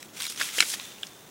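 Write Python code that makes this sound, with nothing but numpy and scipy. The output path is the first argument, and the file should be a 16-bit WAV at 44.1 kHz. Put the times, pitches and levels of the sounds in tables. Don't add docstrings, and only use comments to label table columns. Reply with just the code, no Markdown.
import sys
import numpy as np
from scipy import signal
from scipy.fft import irfft
from scipy.io import wavfile
from scipy.ndimage import uniform_filter1d

SR = 44100
rng = np.random.default_rng(int(sys.argv[2]) if len(sys.argv) > 2 else 0)


def gain_from_db(level_db):
    decades = np.asarray(level_db, float) / 20
    return 10 ** decades


def log_audio(samples):
    frames = np.atleast_2d(samples).T
    limited = np.clip(frames, -1, 1)
    pcm = np.round(limited * 32767).astype(np.int16)
    wavfile.write(sys.argv[1], SR, pcm)


N = 57330

# f/Hz, density/dB
STABLE_SPECTRUM = [(25, 5.5), (70, -1), (200, 0.5), (500, -4), (1100, -9.5), (2000, -13.5), (5000, -62),
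                   (16000, -14)]
STABLE_DB = -49.5

# t/s, level/dB, brightness/(0-1)
GRINDING_EFFORT = [(.13, -54.5, 0.2), (.17, -42.5, 0.16), (.22, -35.5, 0.17), (.305, -36, 0.56),
                   (0.358, -47, 0.28), (0.404, -30, 0), (.44, -32, 0.34), (0.524, -39, 0.04),
                   (0.584, -29, 0.62), (.64, -32.5, 0.24), (.675, -35, 0.7), (0.701, -31, 0.87),
                   (0.746, -32.5, 0.38), (.765, -41.5, 0.15), (.86, -42.5, 0), (.95, -50.5, 0.03),
                   (1.07, -47.5, 0.3), (1.1, -51.5, 0.14)]
# f/Hz, density/dB
DULL_SPECTRUM = [(300, -41), (700, -8), (1400, 2), (3500, 7), (4700, 1), (6000, 5), (11300, -3.5),
                 (12500, -8), (16000, -3.5)]
# f/Hz, density/dB
BRIGHT_SPECTRUM = [(300, -23), (900, -40), (2400, -15), (3300, -5), (6300, -1.5), (10800, -3.5),
                   (12500, -8.5), (16000, -27)]
GRAINS_PER_S, GRAIN_SPREAD_DB, HISS_SHARE, CLUMP_DB = 9000, 2.2, .9, 1.3
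EARLY_RUSTLE_DB, EARLY_RUSTLE_S = -61, 0.062
SETTLE_DB_PER_S = -15

# t/s, peak level/dB, first f/Hz, second f/Hz, shatter level/dB
HUSK_SNAPS = [(.0038, -45, 3380, 7900, -4), (.0270, -41, 3700, 5500, 1), (.0898, -45, 2700, 3300, -12),
              (.1530, -46, 2830, 7000, -2), (.1700, -37, 3800, 5770, -3), (.2025, -25, 3760, 3500, -5),
              (.2075, -27, 4700, 1500, -6), (.2205, -23, 3220, 3800, -1), (.2282, -30, 3560, 5500, -2),
              (.2325, -28, 3600, 7690, -3), (.2400, -31, 3700, 8000, -3), (.2420, -31, 3700, 5500, -1),
              (.2515, -29, 3670, 5260, 3), (.2658, -28, 3450, 3800, 2), (.2982, -34, 6900, 8300, 0),
              (.3218, -36, 4700, 7000, 2), (.3598, -35, 2900, 5600, 0), (.3748, -33, 3500, 6150, -3),
              (.5409, -33, 3700, 5600, -4), (.7975, -34, 3500, 4400, -14), (.8554, -44, 6300, 6100, -4),
              (1.0318, -36, 3350, 7200, -16), (1.0488, -44, 5400, 8800, -8), (1.0686, -35, 5300, 6600, -14),
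              (1.0688, -40, 3500, 4500, -16)]
# t/s, peak level/dB, first f/Hz, second f/Hz, shatter level/dB
HUSK_TICKS = [(.0240, -42, 2700, 7200, -10), (.0272, -41, 10500, 7800, 3), (.0470, -45, 7700, 10500, -8),
              (.0535, -50, 3500, 6000, -4), (.0962, -49, 5400, 6500, -8), (.2535, -36, 2400, 10500, -8),
              (.2665, -37, 5200, 10400, -10), (.2992, -30, 9000, 7000, -4), (.3012, -36, 3300, 2600, -10),
              (.3165, -39, 5000, 6500, -8), (.3222, -34, 9200, 5400, -2), (.3392, -42, 5300, 9000, -6),
              (.3725, -41, 4200, 3200, -8), (.3815, -38, 6300, 8200, -6), (.7195, -31, 6300, 4800, -8),
              (.7490, -35, 6400, 3000, -10), (.7975, -40, 6100, 1600, -14), (1.0685, -43, 8800, 4500, -12),
              (1.0775, -47, 7900, 3000, -10)]
# t/s, peak level/dB, first f/Hz, second f/Hz, shatter level/dB
KERNEL_CRACKS = [(.3985, -20.5, 1930, 3200, -3), (.4040, -24, 1870, 2400, -1),
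                 (.4118, -11, 1710, 1550, -8.5), (.4126, -17, 3510, 2980, -11),
                 (.4154, -12, 1726, 1570, -7.5), (.4244, -26, 2280, 3340, 4.5),
                 (.4314, -21.5, 2580, 3270, -3), (.4878, -27, 1860, 3290, 1),
                 (.5834, -15.5, 2160, 1680, -6.5), (.5886, -10, 2780, 3200, -16),
                 (.6040, 0, 2580, 4100, -13), (.6044, -16, 9900, 11160, -18), (.6045, -9, 3220, 8270, -1),
                 (.6046, -4, 5360, 7100, -10), (.6124, -19, 1790, 3280, -8), (.6164, -20.5, 2450, 3300, -4),
                 (.6235, -13.5, 2170, 3120, -5), (.6250, -16, 2330, 1480, -12),
                 (.6268, -14.5, 2500, 3330, -26), (.6286, -17, 2160, 3200, -28),
                 (.6334, -30, 2600, 3420, -12), (.6564, -24.5, 2320, 3850, -14),
                 (.7384, -19.5, 1850, 3170, 0), (.7979, -22, 2450, 3780, -15), (.9174, -34, 2630, 2830, -3),
                 (.9844, -37, 2680, 2850, -21), (1.0292, -30, 3060, 7500, -14),
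                 (1.0317, -17, 3070, 3530, -15), (1.0384, -32, 2520, 3420, -15)]
# f/Hz, level/dB, T60/s
TOOTH_MODES = [(1389, -13, 0.022), (1836, -11, 0.022), (2390, 0, 0.0093), (4107, -2, 0.011),
               (4791, -3, 0.011), (5329, -1, 0.0098), (7127, -9, 0.014), (8317, -6, 0.0084),
               (8866, -13, 0.0096), (9458, -16, 0.0096), (9943, -14, 0.0098), (10940, -21, 0.012)]
MODE_SPREAD, FRACTURE_MS, THIN_HZ = 0.096, 1.8, 1000
RING_RISE_S, RING_T60_S, LONGEST_MODE_T60_S, MODE_ONSET_S = .001, .0072, .009, .0003
KERNEL_FIZZ_DB, HUSK_FIZZ_DB = -28, -8
HUSK_GAIN_DB = 4.5

TUB_T60_S, TUB_DB = 0.055, -14

# t/s, duration/s, level/dB
NUZZLES = [
    (0.032, 0.086, -53),
    (0.345, 0.13, -53),
    (0.568, 0.076, -50),
    (0.722, 0.072, -56),
]
# f/Hz, density/dB
NUZZLE_SPECTRUM = [(40, -8), (130, 6), (350, 5), (600, -16), (16000, -70)]

# t/s,
# level/dB, f/Hz
KNOCKS = [(0.202, -34, 1090), (.397, -35, 300), (.403, -29, 1000), (0.41, -30, 590), (.582, -22.5, 490),
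          (0.605, -30, 313), (0.6035, -12.5, 1383), (0.605, -13, 1780), (.624, -30.5, 370),
          (0.6252, -26, 1440), (.6245, -32, 737), (.633, -35, 490), (0.632, -28, 1560),
          (.739, -33.5, 810), (0.796, -34, 1030), (1.032, -29, 1600)]
KNOCK_T60_S = .016

# f/Hz, level/dB
THIN_TONES = [(2900, -53), (3280, -49), (3620, -47), (4870, -50), (5160, -50), (5680, -47),
              (6460, -52), (6760, -50), (7260, -50), (9100, -50)]
TONES_S, TONES_LEN_S, TONES_DIP_DB = .279, .019, -16

# t/s, duration/s, level/dB, f/Hz
BIRD_NOTES = [
    (.815, .17, -53, 3552),
    (1.095, .19, -61, 3572),
]

CEILING, LOW_CUT_HZ, EDGE_HZ = 1.0, 140, 15900


def evened(x):
    return x / np.sqrt(np.mean(x ** 2) + 1e-20)


def smooth_noise(shape, width):
    noise = rng.standard_normal(shape)
    return evened(uniform_filter1d(uniform_filter1d(noise, width), width))


def soft_onset(t, rise_s):
    return np.sin(np.pi / 2 * np.minimum(t / rise_s, 1)) ** 2


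def add(mix, s, sound):
    part = mix[round(s * SR):][:len(sound)]
    part += sound[:len(part)]


def coloured(x, spectrum):
    f, level = np.transpose(spectrum)
    hz = np.fft.rfftfreq(4096, 1 / SR)
    response = gain_from_db(np.interp(np.log(hz + 1), np.log(f + 1), level))
    taps = np.roll(irfft(response), 2048) * np.hanning(4096)
    return evened(signal.oaconvolve(x, taps, "same"))


def stable_air():
    return gain_from_db(STABLE_DB) * coloured(rng.standard_normal(N), STABLE_SPECTRUM)


def grinding():
    t = np.arange(N) / SR
    s, db, bright = np.transpose(GRINDING_EFFORT)
    clump = smooth_noise(N, 120)
    size = gain_from_db(GRAIN_SPREAD_DB * np.minimum(rng.exponential(1, (2, N)), 5))
    polarity = rng.choice([-1., 1.], (2, N))
    clicks = size * polarity * (rng.random((2, N)) < GRAINS_PER_S / SR)
    drive = (evened(clicks) + HISS_SHARE * rng.standard_normal((2, N))) * gain_from_db(CLUMP_DB * clump)
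    mix = np.clip(np.interp(t, s, bright), 0, 1)
    dull_part = np.sqrt(1 - mix) * coloured(drive[0], DULL_SPECTRUM)
    bright_part = np.sqrt(mix) * coloured(drive[1], BRIGHT_SPECTRUM)
    early = gain_from_db(EARLY_RUSTLE_DB) * np.clip((EARLY_RUSTLE_S - t) / .01, 0, 1)
    effort = gain_from_db(np.interp(t, s, db) + SETTLE_DB_PER_S * np.maximum(t - s[-1], 0))
    return (dull_part + bright_part) * (effort + early)


def crack(db, first_hz, second_hz, shatter_db, chance, fizz):
    t = np.arange(1300) / SR
    decay = gain_from_db(-60 * np.maximum(t - RING_RISE_S, 0) / RING_T60_S)
    swell = soft_onset(t, RING_RISE_S) * decay
    rings = swell * sum(np.sin(2 * np.pi * (hz * t + c)) for hz, c in zip((first_hz, second_hz), chance[8:10]))

    modes = np.zeros(len(t))
    for (hz, mode_db, t60), c in zip(TOOTH_MODES, chance[20:]):
        detuned_hz = hz * (1 + MODE_SPREAD * (2 * c - 1))
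        modes += gain_from_db(mode_db - 60 * t / min(t60, LONGEST_MODE_T60_S)) * np.sin(2 * np.pi * detuned_hz * t)

    place = (np.arange(10) + chance[:10]) / 10
    ticks = np.zeros(len(t))
    strength = (2 * chance[10:20] - 1) * (.5 + 0.084 * place)
    np.add.at(ticks, (place * FRACTURE_MS * SR / 1000).astype(int), strength)
    shatter = np.convolve(ticks, modes * soft_onset(t, MODE_ONSET_S))[:len(t)]
    return gain_from_db(db) * (rings / 2 + gain_from_db(shatter_db) * (shatter / abs(shatter).max() + swell * fizz))


def fractures(table, fizz_db, gain_db):
    out = np.zeros(N)
    for s, *row in table:
        fizz = gain_from_db(fizz_db) * rng.standard_normal(1300)
        add(out, s, gain_from_db(gain_db) * crack(*row, rng.random(32), fizz))
    return signal.sosfilt(signal.butter(6, THIN_HZ, "high", fs=SR, output="sos"), out)


def husks():
    snaps = fractures(HUSK_SNAPS, HUSK_FIZZ_DB, HUSK_GAIN_DB)
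    return snaps + fractures(HUSK_TICKS, HUSK_FIZZ_DB, HUSK_GAIN_DB)


def tub(x):
    t = np.arange(4000) / SR
    tail = rng.standard_normal(4000) * gain_from_db(-60 * t / TUB_T60_S) * (t > .002)
    return gain_from_db(TUB_DB) * signal.oaconvolve(x, tail / np.linalg.norm(tail))[:N]


def nuzzling():
    t = np.arange(N) / SR
    swell = np.zeros(N)
    for s, length, db in NUZZLES:
        swell += gain_from_db(db) * np.sin(np.pi * np.clip((t - s) / length, 0, 1))
    return swell * coloured(rng.standard_normal(N), NUZZLE_SPECTRUM)


def knocks():
    out = np.zeros(N)
    t = np.arange(3000) / SR
    for s, db, hz in KNOCKS:
        envelope = gain_from_db(db - 60 * t / KNOCK_T60_S) * soft_onset(t, 0.001)
        add(out, s, envelope * np.sin(2 * np.pi * hz * t))
    return out


def tones_window():
    u = (np.arange(N) / SR - TONES_S) / TONES_LEN_S
    return np.sin(np.pi * np.clip(u, 0, 1))


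def thin_tones():
    t = np.arange(N) / SR
    partials = sum(gain_from_db(db + 5) * np.sin(2 * np.pi * (hz * t + rng.random())) for hz, db in THIN_TONES)
    return np.minimum(2 * tones_window(), 1) * partials


def kernels():
    return fractures(KERNEL_CRACKS, KERNEL_FIZZ_DB, 0)


def bird():
    t, out = np.arange(N) / SR, np.zeros(N)
    level_waver, pitch_waver = smooth_noise((2, N), 500)
    for s, length, db, hz in BIRD_NOTES:
        u = np.clip((t - s) / length, 0, 1)
        fade = np.minimum(8 * u, 1) * np.minimum(6 * (1 - u), 1)
        level = gain_from_db(db + 3 - 4 * u + 1.5 * level_waver)
        out += fade * level * np.sin(2 * np.pi * np.cumsum(hz + 8 * pitch_waver) / SR)
    return out


def scene():
    bed = stable_air() + grinding()
    hits = husks() + knocks() + kernels()
    dipped_bed = bed * gain_from_db(TONES_DIP_DB * tones_window())
    return (dipped_bed + hits + tub(hits) + nuzzling() + thin_tones() + bird())[None]


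def roll_off(x):
    return signal.sosfilt(signal.butter(12, 16820, fs=SR, output="sos"), x)


def record(dry):
    x = np.clip(dry, -CEILING, CEILING)
    x = signal.sosfilt(signal.butter(2, LOW_CUT_HZ, "high", fs=SR, output="sos"), x)
    band_limit = signal.firwin(401, EDGE_HZ, window=("kaiser", 9), fs=SR)
    x = signal.oaconvolve(x, band_limit[None], "same")
    return roll_off(x)


dry = scene()
out = record(dry)
log_audio(out)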